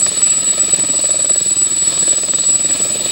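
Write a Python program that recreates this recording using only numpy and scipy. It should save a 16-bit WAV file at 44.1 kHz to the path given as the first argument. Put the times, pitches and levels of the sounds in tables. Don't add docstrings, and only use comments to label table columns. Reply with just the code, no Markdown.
import sys
import numpy as np
from scipy import signal
from scipy.fft import rfft, irfft
from scipy.io import wavfile
from scipy.ndimage import uniform_filter1d

SR = 44100
rng = np.random.default_rng(int(sys.argv[2]) if len(sys.argv) > 2 else 0)


def amplitude_ratio(level_db):
    exponent = np.asarray(level_db, float) / 20
    return 10 ** exponent


def output_pcm(signal):
    pcm = np.clip(np.atleast_2d(signal).T, -1, 1) * 32767
    wavfile.write(sys.argv[1], SR, np.round(pcm).astype(np.int16))


N = 137151
BLADE_HZ = 19.4


def curve(table, t):
    rows = np.array(table, float).T
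    return [np.interp(t, rows[0], column) for column in rows[1:]]


def walk(rate):
    hold = int(SR / rate)
    steps = np.repeat(rng.standard_normal(N // hold + 1), hold)
    return 1.81 * uniform_filter1d(uniform_filter1d(steps, hold), hold)[:N]


def drift(gain):
    white = [1, 1j] @ rng.standard_normal((2, N))
    noise = np.fft.ifft(gain(np.fft.fftfreq(N, 1 / SR)) * white)
    return noise / np.sqrt(np.mean(np.abs(noise) ** 2))


def faded(turns, fade_hz):
    steady_db = -2
    scattered = drift(lambda f: np.exp(-.5 * (f / fade_hz) ** 2))
    paths = amplitude_ratio(steady_db) + scattered
    return np.exp(2j * np.pi * turns) * paths * np.sqrt(2 / (1 + amplitude_ratio(2 * steady_db)))


def beat(t, lag_ms):
    return ((t - lag_ms / 1000) * BLADE_HZ + .5) % 1 / BLADE_HZ - .5 / BLADE_HZ


# time in seconds, level in dB, blade flash in dB relative to the whistle.
WHISTLE = [(0, -8, -18), (.08, -14.5, -6.5), (.3, -10.5, -10.5), (.48, -15.5, 3.5), (.65, -11.5, -8),
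           (.8, -16.5, -0.5), (1, -12.5, -1.5), (1.2, -16, -2.5), (1.35, -12.5, -13), (1.6, -11.5, -8.5),
           (1.95, -16, -2.5), (2.15, -12, -5), (2.3, -18.5, 2), (2.5, -12.5, -7.5), (2.75, -14, -2),
           (3, -18, 1.5), (3.11, -21, 0.5)]
# offset from its pitch in Hz, dB per Hz.
WHISTLE_BLUR = [(-500, -34), (-130, -17.5), (-46, -21), (0, -22), (48, -12.5), (144, -13.5), (496, -30.5),
                (1083.5, -43)]
FADE_HZ = 28


def whistle(t):
    start_hz, sag_hz_per_s, wander_hz = 7864, 7, 7
    level_db, flash_db = curve(WHISTLE, t)
    turns = start_hz * t - sag_hz_per_s * t ** 2 / 2 + np.cumsum(wander_hz * walk(30.35)) / SR

    blur_table = [(-3000, -120)] + WHISTLE_BLUR + [(3000, -120)]
    blur = amplitude_ratio(-9.5 + 2 * walk(20)) * drift(lambda f: amplitude_ratio(curve(blur_table, f)[0]))

    flash_lag_ms, flash_ms = 37, 5.4
    flash_from_hz, flash_reach_hz = 7950, 260
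    from_blade_ms = beat(t, flash_lag_ms + 2 * walk(5.84)) * 1000
    gate = np.exp(-.5 * (from_blade_ms / flash_ms) ** 2) * amplitude_ratio(flash_db + 1.2 * walk(15))
    flash = gate * drift(lambda f: (f > flash_from_hz) * np.exp(-np.abs(f - flash_from_hz) / flash_reach_hz))

    tone = faded(turns, FADE_HZ) + blur * np.exp(2j * np.pi * turns)
    return amplitude_ratio(level_db) * (tone + flash), turns


SHAFT_MULTIPLES = [4, 5, 7, 8, 9, 10, 12, 13, 14, 15, 16, 17, 22]
SHAFT_DB = [-47.5, -53, -45, -57.5, -55, -44, -54, -49.5, -50.5, -64, -64, -76.5, -47.5]


def shaft_tones(turns):
    compressor_blades = 11
    out = 0
    for multiple, level_db in zip(SHAFT_MULTIPLES, SHAFT_DB):
        share = multiple / compressor_blades
        waver_db = 2.5 if share == 2 else 3
        out = out + amplitude_ratio(level_db + waver_db * walk(8.85)) * faded(turns * share, FADE_HZ * share)
    return out


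# pitch in Hz, level in dB.
GEAR_TONES = [
    (1281, -48),
    (1669, -56),
    (2562, -53),
    (3844, -48),
]


def gears(t):
    out = 0
    for gear_hz, level_db in GEAR_TONES:
        out = out + amplitude_ratio(level_db + 2.6 * walk(3.55)) * faded(gear_hz * t, 14)
    return out


def turbine(t):
    main, turns = whistle(t)
    return (main + shaft_tones(turns) + gears(t)).real


def crack_noise(s):
    crack_ms, snap_ms, snap_db = .3, 1.6, -3.5
    burst_band = signal.butter(3, [900, 5300], "band", fs=SR, output="sos")
    snap_band = signal.butter(4, [1350, 5060], "band", fs=SR, output="sos")
    rough = 1 + 0.45 * rng.standard_normal(s.shape)
    burst = (s > 0) * np.exp(-np.abs(s) * 1000 / crack_ms) * rough
    snap = (s > 0) * np.exp(-np.abs(s) * 1000 / snap_ms) * rng.standard_normal(s.shape)
    return signal.sosfilt(burst_band, burst) + amplitude_ratio(snap_db) * signal.sosfilt(snap_band, snap)


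def slaps(table):
    start = np.arange(int(N / SR * BLADE_HZ) + 1) / BLADE_HZ
    lag_ms, ring_db, body_db, crack_db = (column[:, None] for column in curve(table, start))
    chance = rng.standard_normal((len(start), 8)).T[:, :, None]
    late, ring_pitch, ring_level, crack_level, thump_pitch, thump_level, body_pitch, body_level = chance
    at = start[:, None] + (lag_ms + .4 * late) / 1000
    index = (at * SR).astype(int) + np.arange(-800, 1200)
    s = index / SR - at

    ring_hz, rise_cycles, fall_cycles, glide = 605, .8, 2, .08
    u = s * ring_hz * (1 + .04 * ring_pitch)
    ring_shape = np.exp(-.5 * (u / np.where(u < 0, rise_cycles, fall_cycles)) ** 2)
    falling = u * (1 - glide * np.tanh(u / 4))
    ring = ring_shape * np.sin(2 * np.pi * falling + crack_level / 4)

    body_hz, body_cycles, body_late_ms = 313, 0.59, 2.07
    w = (s - body_late_ms / 1000) * body_hz * np.exp(0.16 * body_pitch)
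    body = np.exp(-.5 * (w / body_cycles) ** 2) * np.sin(2 * np.pi * w)

    thump_hz, thump_db, thump_late_ms = 171, -7, 4.28
    v = (s - thump_late_ms / 1000) * thump_hz * (1 + 0.076 * thump_pitch)
    thump = amplitude_ratio(thump_db + 1.6 * thump_level) * np.exp(-.5 * (v / 0.5) ** 2) * np.sin(2 * np.pi * v)

    wave = amplitude_ratio(ring_db + 1.5 * ring_level) * ring
    wave = wave + amplitude_ratio(body_db + 1.5 * body_level) * (body + thump)
    wave = wave + 2 * amplitude_ratio(crack_db + 1.2 * crack_level) * crack_noise(s)
    return np.bincount(np.clip(index, 0, N).ravel(), wave.ravel(), N + 1)[:N]


# time in seconds,
# lag after the blade passage in ms, ring level in dB, body level in dB, crack level in dB.
FIRST_VORTEX = [(0, 12.8, -27, -37, -22), (.065, 13, -22, -33, -7.5), (.12, 14, -29, -22, -26.5),
                (.22, 13.5, -46, -38, -11), (.4, 13.7, -33, -26, -35), (.55, 13.4, -24.5, -25, -18),
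                (.75, 14.17, -27, -18.5, -29), (.93, 13, -24.5, -24, -20.5), (1.1, 9.1, -19, -30.5, -30),
                (1.3, 9, -23, -36, -17.5), (1.4, 13, -40, -45, -34)]
SECOND_VORTEX = [(0, 22, -26.5, -30.5, -45), (.5, 21, -36.5, -34, -19), (.87, 24, -29, -19.5, -21.5),
                 (1.05, 23, -27.5, -31.5, -18), (1.35, 18.2, -25.5, -22, -25.5), (1.55, 20, -39, -23, -24),
                 (1.85, 20, -34.5, -22.5, -27), (2.08, 17, -21.5, -22, -17), (2.25, 18, -27, -20, -17),
                 (2.33, 16.5, -27, -27, -13), (2.4, 15, -26.5, -28.5, -19), (2.6, 18.1, -29.5, -22, -35),
                 (3.11, 18, -24.5, -20.5, -37)]
THIRD_VORTEX = [
    (0, 31.95, -43, -34, -34),
    (1.8, 29.98, -52, -36.5, -32),
    (2.1, 25.67, -31, -30, -37),
    (2.45, 29.22, -33, -29, -20),
    (2.75, 29.28, -25.5, -31, -20),
    (3.11, 25.84, -31, -27, -39),
]


def blade_slaps():
    return slaps(FIRST_VORTEX) + slaps(SECOND_VORTEX) + slaps(THIRD_VORTEX)


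# frequency in Hz, dB per Hz.
ROAR_LOW = [(25, -29.5), (60, -11.5), (170, 2.5), (400, -2), (680, -8.5), (900, -6.5), (1150, -12),
            (2100, -9.5)]
ROAR_HIGH = [(2100, -13), (2600, -6), (3250, -7), (3850, 2.5), (5100, -5.5), (6000, -19), (7000, -10),
             (9500, -16)]
ROAR_HISS = [(9500, -22), (11000, -33), (11900, -47.5), (13000, -29), (14500, -24), (16000, -26.5)]
# time in seconds, level in dB.
EXHAUST_AIM = [(0, -31.5), (.07, -28.5), (.2, -30), (.45, -29.5), (.78, -27), (.95, -30), (1.28, -31.5),
               (1.5, -33), (1.8, -32), (1.95, -27), (2.2, -31.5), (2.5, -32), (2.7, -30), (2.9, -28.5),
               (3.11, -25.5)]
# time in seconds, level in dB.
TOP_HISS = [
    (0, 2.5),
    (1.8, 3.5),
    (2.5, -3.5),
    (2.7, 2),
    (2.85, 8),
    (3.11, 12),
]


def roar(t):
    f = np.fft.rfftfreq(N, 1 / SR) + 1
    colour = np.array(ROAR_LOW + ROAR_HIGH[1:] + ROAR_HISS[1:])
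    colour_db = np.interp(np.log(f), np.log(colour[:, 0]), colour[:, 1])
    noise = rfft(rng.standard_normal(N)) * amplitude_ratio(colour_db)
    noise = noise / np.std(irfft(noise, N))

    aim_db = curve(EXHAUST_AIM, t)[0] + 29.5
    swell_db = .5 * walk(3.63)
    chop_lag_ms = 19.4
    chop_db = 1.5 * np.cos(2 * np.pi * BLADE_HZ * (t - chop_lag_ms / 1000))
    hiss_db = curve(TOP_HISS, t)[0]
    out = 0
    for k in np.arange(13, 43):
        band = irfft(noise * np.clip(1 - np.abs(3 * np.log2(f) - k), 0, 1), N)
        follow = np.interp(k / 3, np.log2([400, 3500, 14000]), [1, 1, 0])
        extra_db = chop_db if k < 38 else hiss_db * (k > 40)
        level_db = follow * aim_db + swell_db + 1.2 * walk(14) + extra_db
        out = out + amplitude_ratio(level_db) * band
    return amplitude_ratio(-27.5) * out


LIFT_DB = [
    -52,
    -60.5,
    -58.5,
    -57,
    -50,
]


def rotor_lift(t):
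    out = 0
    for k, level_db in enumerate(LIFT_DB):
        out = out + amplitude_ratio(level_db) * np.sin(2 * np.pi * (k + 1) * BLADE_HZ * t + k)
    return out


def ground(x):
    late_ms, level_db, low_hz, top_hz = 1.67, -5, 518, 2400
    f = np.fft.rfftfreq(N, 1 / SR) + 1
    share = amplitude_ratio(level_db) / (1 + (low_hz / f) ** 4) / (1 + (f / top_hz) ** 2)
    echo = share * np.exp(-2j * np.pi * f * late_ms / 1000)
    return irfft(rfft(x) * (1 + echo), N)


def scene():
    t = np.arange(N) / SR
    return (turbine(t) + rotor_lift(t) + ground(blade_slaps() + roar(t)))[None]


def roll_off(x):
    return signal.sosfilt(signal.butter(12, 16830, fs=SR, output="sos"), x)


def record(dry):
    drive = .5
    x = np.tanh(drive * dry) / drive
    x = signal.sosfilt(signal.butter(1, 60, "high", fs=SR, output="sos"), x)
    x = signal.sosfilt(signal.ellip(12, .5, 90, 15770, fs=SR, output="sos"), x)
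    return roll_off(x)


dry = scene()
out = record(dry)
output_pcm(out)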